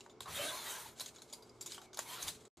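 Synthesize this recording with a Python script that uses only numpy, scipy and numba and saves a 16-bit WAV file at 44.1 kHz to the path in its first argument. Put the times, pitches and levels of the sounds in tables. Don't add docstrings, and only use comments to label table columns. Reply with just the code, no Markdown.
import sys
import numpy as np
from scipy import signal
from scipy.fft import rfft, irfft
from scipy.io import wavfile
from scipy.ndimage import uniform_filter1d
from numba import njit

SR = 44100
rng = np.random.default_rng(int(sys.argv[2]) if len(sys.argv) > 2 else 0)


def file_out(sig):
    cols = np.atleast_2d(sig).T
    lim = np.clip(cols, -1, 1)
    pcm = np.round(lim * 32767).astype(np.int16)
    wavfile.write(sys.argv[1], SR, pcm)


N = 114660

# (frequency [Hz], bandwidth [Hz], relative level [dB])
PEELER_MODES = [(2070, 95, -12.5), (3460, 370, -9.5), (3877, 770, -1.5), (4516, 520, -7.5), (5410, 110, -2),
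                (6630, 480, -3.5), (7097, 404, 0), (7670, 570, -9.5)]
# (frequency [Hz], bandwidth [Hz], relative level [dB])
FLESH_MODES = [(700, 360, -4.5), (982, 363, 2.5), (1320, 510, -0.5), (1850, 100, -19)]
ANTIPHASE = np.array([[1], [-1]])


def scrape():
    # (time [s], relative levels of thrum, rasp, ring and hiss [dB])
    strokes = [
        [(0.25, -72, -73, -73, -69), (0.26, -49, -68, -59, -69), (0.27, -51.5, -79, -61, -65),
         (0.284, -46, -60, -55.5, -57.5), (0.34, -48.5, -51, -49.5, -51.5), (0.352, -46.5, -53, -52, -48.5),
         (0.392, -51, -46, -48, -49.5), (0.462, -56.5, -53, -43.5, -47), (0.55, -53, -54.5, -51.5, -49),
         (0.606, -55.5, -61, -50.5, -51.5), (0.658, -49.5, -53, -53, -51), (0.674, -47, -57.5, -48, -48),
         (0.724, -48, -55, -52, -50), (0.772, -52, -56, -50, -51), (0.786, -56, -59.5, -55, -50.5),
         (0.89, -59, -60.5, -57, -59.5), (0.95, -71, -97, -79, -73)],
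        [(2.02, -55, -69.5, -77, -53.5), (2.036, -57.5, -71, -67, -60), (2.068, -57, -64, -57.5, -60),
         (2.09, -53, -61.5, -52.5, -54), (2.132, -53, -51.5, -50.5, -51), (2.138, -55.5, -55, -48, -49.5),
         (2.178, -52.5, -57.5, -50.5, -55.5), (2.218, -51.5, -61, -49, -51.5), (2.228, -58.5, -56, -47, -45),
         (2.238, -56, -58, -49.5, -50.5), (2.266, -55, -57, -49.5, -53.5), (2.278, -47, -56, -45, -46),
         (2.288, -50.5, -51, -44.5, -42), (2.326, -62, -73, -61.5, -62.5), (2.36, -71, -75, -74, -66)],
    ]
    # (frequency [Hz], relative level [dB])
    hiss_spectrum = [(2650, -17), (4500, -7.5), (5170, -9), (6080, -2.5), (7130, -1), (7950, -3.5),
                     (9330, -1), (11200, -3), (13800, -5), (15500, -12.5)]
    thrum = undb(-6.5) * ringing(FLESH_MODES) + undb(-5) * rasp(780, 1800)
    ring = undb(-13.5) * ringing(PEELER_MODES) + undb(-5) * rasp(3710, 2200)
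    return (envelope(strokes, 1) * thrum * undb(2.05 * walk(40.1))
            + envelope(strokes, 2) * undb(-2.5) * rasp(2000, 1700)
            + envelope(strokes, 3) * ring
            + envelope(strokes, 4) * colour(streaks(), hiss_spectrum) * undb(1.9 * walk(40)))


def slips(per_s=12000, scatter_db=0.5):
    impulses = (rng.random(N) < per_s / SR) * rng.standard_normal(N)
    return unit(impulses * undb(scatter_db * rng.standard_exponential(N)))


def rasp(hz, width):
    return unit(steep_band(slips(), hz, width))


def ringing(modes):
    out = 0
    for hz, width, db in modes:
        amplitude = undb(db + 7 * walk(25.04)) * np.sqrt(width)
        out += amplitude * unit(steep_band(slips(), hz * (1 + 0.083 * walk(15)), width))
    return unit(out)


def streaks():
    return sum(undb(3 * walk(22)) * steep_band(slips(), hz * (1 + .035 * walk(14)), hz / 7)
               for hz in np.geomspace(2500, 14800, num=18))


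def taps():
    # (time [s], relative level [dB], thud gain [dB], sizzle gain [dB],
    # rattle decay time [ms], tick re rattle [dB], prominent ring [Hz])
    impacts = [(0.0064, -43, -16, -32, 7.2, 11.5, 2900), (0.0622, -55.5, 8, -26, 2.5, 2, 2220),
               (0.096, -53, -10, -33, 15, 4, 3640), (0.2054, -35.5, -7.5, -10, 3.7, 7, 7100),
               (0.2577, -47.5, 3, -22, 3.7, 5, 3800), (0.997, -34.5, -10, -10, 2.5, 6, 3930),
               (1.0057, -32.5, -16.5, -8, 6.4, -1, 3890), (1.01, -35, -9.5, -3.5, 6.4, 2, 4000),
               (1.06, -37, -23, -13, 3.9, 0, 6800), (1.16, -47.5, -11.5, -28, 9.6, 4, 3550),
               (1.1842, -49.5, -9.5, -23, 8.6, 2, 3930), (1.2186, -43.5, -13, -8.5, 5.6, 0, 7100),
               (1.2974, -53, -28, -22, 7, -8, 6800), (1.3257, -39, -14.5, -42, 3.9, -14, 6960),
               (1.3322, -39.5, -12.5, -5, 5.9, -15, 4610), (1.423, -50, -19, -14, 12, -6, 4700),
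               (1.493, -53.5, -28, -17, 5.8, 0, 4960), (1.6094, -35, -23, -13.5, 6.8, 2, 7370),
               (1.622, -45, -28, -4, 4.3, -6, 4770), (1.66, -36.5, -14.5, -9, 7.6, -3, 6880),
               (1.673, -42, -23, -12, 6.2, -8, 3650), (1.719, -36.5, -18.5, -18.5, 4.5, -3, 6920),
               (1.728, -47, -28, -8, 10, -8, 4740), (1.744, -40.5, -14, -6, 5.6, -5.5, 3300),
               (1.7796, -45, 3, -23, 6, 6, 3200), (1.815, -49, -4, -9.5, 7.1, 2, 6300),
               (1.9311, -46.5, -6.5, -24, 7.3, 5, 6540), (1.9436, -43, -16, -11, 5.3, 3.5, 6500),
               (1.9721, -37, -8, -5, 2.3, 3.5, 5070), (1.98, -43.5, -3, -8.5, 5.9, -1, 7000),
               (1.9898, -28.5, -3.5, -7.5, 3.1, 2.5, 6920), (2.2258, -31, -17, -20, 2.9, 3, 6560),
               (2.2801, -29.5, -22.5, -32, 5.1, 4.5, 6000), (2.2866, -32.5, -27.5, -24, 3, -2, 3670),
               (2.3002, -41.5, -31.5, -22, 7.8, 1.5, 4130), (2.452, -50, -10, -24.5, 5.4, 8, 7520)]
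    # (frequency [Hz], bandwidth [Hz], relative level [dB])
    steel_modes = [(2234, 69, -18), (4870, 62, -20), (7470, 120, -24.5)]
    # (frequency [Hz], bandwidth [Hz], relative level [dB])
    sizzle_modes = [(8200, 530, 14), (9700, 2100, 12), (11130, 1400, 6), (13560, 2000, 3)]
    size = 8192
    out, ms = np.zeros(N + size), np.arange(size) * 1000 / SR

    def pulse(rise_ms, decay_ms):
        return np.minimum(ms / rise_ms, 1) * np.exp(-ms / decay_ms)

    def scattered(db):
        return undb(db + 3.5 * rng.standard_normal())

    def struck(force, modes):
        response = 0
        for hz, width, db in modes:
            mode = scattered(db) * band(force, hz, 1.45 * width)
            detuned_hz = hz * (1 + 0.028 * rng.standard_normal())
            response += band(mode, detuned_hz, width)
        return unit_burst(response)

    for start, level_db, thud_db, sizzle_db, rattle_ms, tick_db, ring_hz in impacts:
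        contact = pulse(1.16, rattle_ms) + undb(tick_db) * pulse(0.26, 0.62)
        force, wet = rng.standard_normal((2, size)) * contact
        tail = undb(-3) * pulse(3, 37) * steep_band(rng.standard_normal(size), 6100, 9000)
        snap = undb(-15.5) * unit_burst(steep_band(wet, 8500, 13000) + tail)
        bright_noise = unit_burst(steep_band(rng.standard_normal(size), 11000, 9000))
        fizz = undb(sizzle_db - 11.5) * pulse(3, 38) * bright_noise
        steel = sum(scattered(db) * unit_burst(band(force, hz, width)) for hz, width, db in steel_modes)
        peeler = struck(force, PEELER_MODES + [(ring_hz, 260, 5)])
        thud = undb(thud_db + 3.5) * struck(force, FLESH_MODES)
        sizzle = undb(sizzle_db + 3) * struck(force, sizzle_modes)
        i = int(start * SR)
        out[i:i + size] += undb(level_db - 6.5) * (snap + fizz + steel + peeler + thud + sizzle)
    return out[:N]


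def rubs():
    # (start [s], duration [s], level [dB], frequency [Hz], glide over the rub [%])
    drags = [(0.256, 0.055, -49.5, 1077, -6.5), (0.344, 0.037, -49, 3285, 0.5), (0.353, 0.04, -48, 3640, 0),
             (0.364, 0.13, -47, 606, 9), (0.369, 0.16, -53, 1245, 0), (0.376, 0.13, -55.5, 2220, -6),
             (0.385, 0.065, -48.5, 3090, 6), (0.366, 0.1, -50, 2710, 5.5), (0.412, 0.093, -53.5, 332, 3),
             (0.417, 0.12, -52.5, 1547, -0.5), (0.439, 0.075, -48.5, 3820, -2),
             (0.447, 0.12, -54, 647, 3.5), (0.468, 0.049, -50, 3496, -7.5), (0.489, 0.09, -52.5, 1018, 4),
             (0.512, 0.06, -62, 4430, 1), (.52, 0.16, -57, 4130, -7), (.54, 0.12, -56, 3600, -2.5),
             (0.525, 0.11, -60, 2240, -8), (0.666, 0.05, -52.5, 3810, -3), (0.659, 0.038, -55, 1950, 0),
             (0.688, 0.11, -55, 970, 15), (0.65, 0.1, -56.5, 3114, -9), (0.724, 0.082, -57, 1620, -1),
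             (.81, 0.083, -61, 893, 2), (1.368, 0.066, -64.5, 980, 6), (1.792, 0.085, -61.5, 775, 3),
             (1.829, 0.065, -72, 2350, -16.5), (2.047, 0.061, -57.5, 950, 3),
             (2.048, 0.047, -62.5, 2200, -3), (2.076, 0.065, -59, 4300, 2.5),
             (2.091, 0.074, -54.5, 1050, 4), (2.084, 0.076, -57, 3140, 0), (2.176, 0.063, -56, 4000, 1)]
    t, out = np.arange(N) / SR, 0
    throb = undb(1.1 * walk(90))
    for start, duration, db, hz, glide in drags:
        progress = np.clip((t - start) / duration, 0, 1)
        pitch = hz * (1 + 0.014 * walk(29.95) + glide / 100 * (progress - .5))
        swell = np.sin(np.pi * progress) ** 0.38
        out += undb(db) * swell * rasp(pitch, width=123 + 0.02 * hz)
    return throb * out


def brush():
    # (time [s], level [dB])
    contacts = [
        [(0, -64), (.03, -72), (.07, -78), (.19, -103), (.21, -65), (.25, -63)],
        [(.95, -77), (.99, -55), (1.02, -57), (1.045, -56), (1.09, -61), (1.12, -81), (1.155, -68), (1.19, -67),
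         (1.21, -73), (1.25, -71), (1.32, -71), (1.345, -65), (1.41, -73), (1.6, -74.5), (1.625, -66),
         (1.655, -67), (1.71, -58.5), (1.755, -62), (1.80, -66.5), (1.86, -66), (1.87, -91), (1.925, -87.5),
         (1.935, -65.5), (1.99, -63), (2.0, -54), (2.04, -65)],
        [(2.3, -59), (2.36, -70), (2.43, -70.5), (2.48, -78)],
        [(2.57, -66.5), (2.6, -67.5)],
    ]
    # (frequency [Hz], relative level [dB])
    spectrum = [(880, -47), (1500, 2.5), (1990, -3), (3950, 6), (5450, -1), (7230, 6), (14100, -13.5),
                (15100, -26.5), (15500, -42)]
    return envelope(contacts) * colour(slips(), spectrum) * undb(5.8 * walk(49.89))


def reflections(direct, mid_t60_s=0.17, side_t60_s=0.16):
    # (frequency [Hz], relative gain [dB])
    side_spectrum = [(100, 6.5), (400, -2.5), (1300, 3), (2500, 4), (5000, 1.5), (9000, 5.5), (15000, 5.5)]
    t = np.arange(int(.4 * SR)) / SR
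    decay = undb(-60 * t / [[mid_t60_s], [side_t60_s]]) * (t > .002)
    tails = rng.standard_normal((2, len(t))) * decay
    mid, side = (signal.fftconvolve(direct, tail / np.linalg.norm(tail))[:N] for tail in tails)
    return undb(-10) * mid + undb(-18) * equalise(side, side_spectrum) * ANTIPHASE


def fridge():
    # (frequency [Hz], RMS level [dB])
    partials = [(59.5, -85.5), (119, -74), (241, -76.5), (360.5, -72.5), (409, -74.5), (436, -75.5)]
    t, hum = np.arange(N) / SR, 0
    for hz, db in partials:
        amplitude = np.sqrt(2) * undb(db + 4.05 * walk(9.93))
        phase = 2 * np.pi * (hz * t + rng.random()) + 2.16 * walk(18)
        hum += amplitude * np.sin(phase)
    return hum


def rumble():
    # (time [s], relative level [dB])
    levels = [(0.0, -80), (0.16, -86), (0.22, -59), (0.27, -70), (0.3, -49.5), (0.8, -79), (0.82, -64),
              (1.41, -81), (1.49, -69), (1.98, -81), (2.22, -71), (2.25, -53), (2.48, -69.5), (2.52, -101),
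              (2.58, -62), (2.6, -63)]
    return envelope([levels]) * undb(-5.5) * unit(steep_band(rng.standard_normal(N), 90, 160))


def kitchen():
    # (frequency [Hz], relative level [dB])
    spectrum = [(15, -35.5), (25, -12.5), (370, -0.5), (1300, -10), (1880, -24.5), (2190, -11.5),
                (2440, -23.5), (4330, -25), (4810, -22.5), (5780, -25.5), (6940, -28.5), (13000, -55.5)]
    mid, side = (colour(rng.standard_normal(N), spectrum) for _ in range(2))
    side = undb(-13.5) * (side + 2.5 * band(side, 8500, 9000))
    low = fridge() + rumble()
    low_side = undb(-19) * np.roll(low, N // 2)
    room_gain = undb(-64 + 0.27 * walk(8.8))
    return room_gain * (mid + side * ANTIPHASE) + low + low_side * ANTIPHASE


def undb(db):
    return 10 ** (np.asarray(db) / 20)


def unit(x):
    return x / np.sqrt(np.mean(x ** 2))


def unit_burst(x):
    return x / np.sqrt(uniform_filter1d(x ** 2, size=88).max())


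@njit
def svf(x, hz, width):
    y, band_state, low_state = np.empty(len(x)), 0., 0.
    for i in range(len(x)):
        g, damping = np.tan(np.pi * hz[i] / SR), width / hz[i]
        v = (band_state + g * (x[i] - low_state)) / (1 + g * (g + damping))
        band_state, low_state = 2 * v - band_state, low_state + 2 * g * v
        y[i] = damping * v
    return y


def band(x, hz, width):
    return svf(x, np.ones(len(x)) * hz, float(width))


def steep_band(x, hz, width):
    return band(band(x, hz, width), hz, width)


def walk(rate):
    hold = int(SR / rate)
    steps = np.repeat(rng.standard_normal(N // hold + 1), hold)
    return 0.9 * uniform_filter1d(uniform_filter1d(steps, hold), hold)[:N]


def equalise(x, points, below_db=None):
    bin_hz = np.arange(N // 2 + 1) * SR / N + 1
    hz, db = np.array(points).T
    return irfft(rfft(x) * undb(np.interp(np.log(bin_hz), np.log(hz), db, left=below_db)), N)


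def colour(x, points):
    return unit(equalise(x, points, below_db=-60))


def envelope(curves, column=1):
    t, db = np.arange(N) / SR, np.full(N, -200.)
    for rows in map(np.array, curves):
        inside = (t >= rows[0, 0]) & (t <= rows[-1, 0])
        db[inside] = np.interp(t[inside], rows[:, 0], rows[:, column])
    return uniform_filter1d(undb(db), size=200)


def scene():
    direct = scrape() + brush() + rubs() + taps()
    return direct + reflections(direct) + kitchen()


def record(dry, cut_s=2.481, back_s=2.571, top_hz=15200):
    t = np.arange(N) / SR
    gate = np.ones(N)
    gap = (t >= cut_s) & (t <= back_s)
    gate[gap] = undb(-15 - 1130 * (t[gap] - cut_s))
    low_pass = signal.ellip(8, .2, 70, top_hz, fs=SR, output="sos")
    return signal.sosfilt(low_pass, dry * gate)


dry = scene()
out = record(dry)
file_out(out)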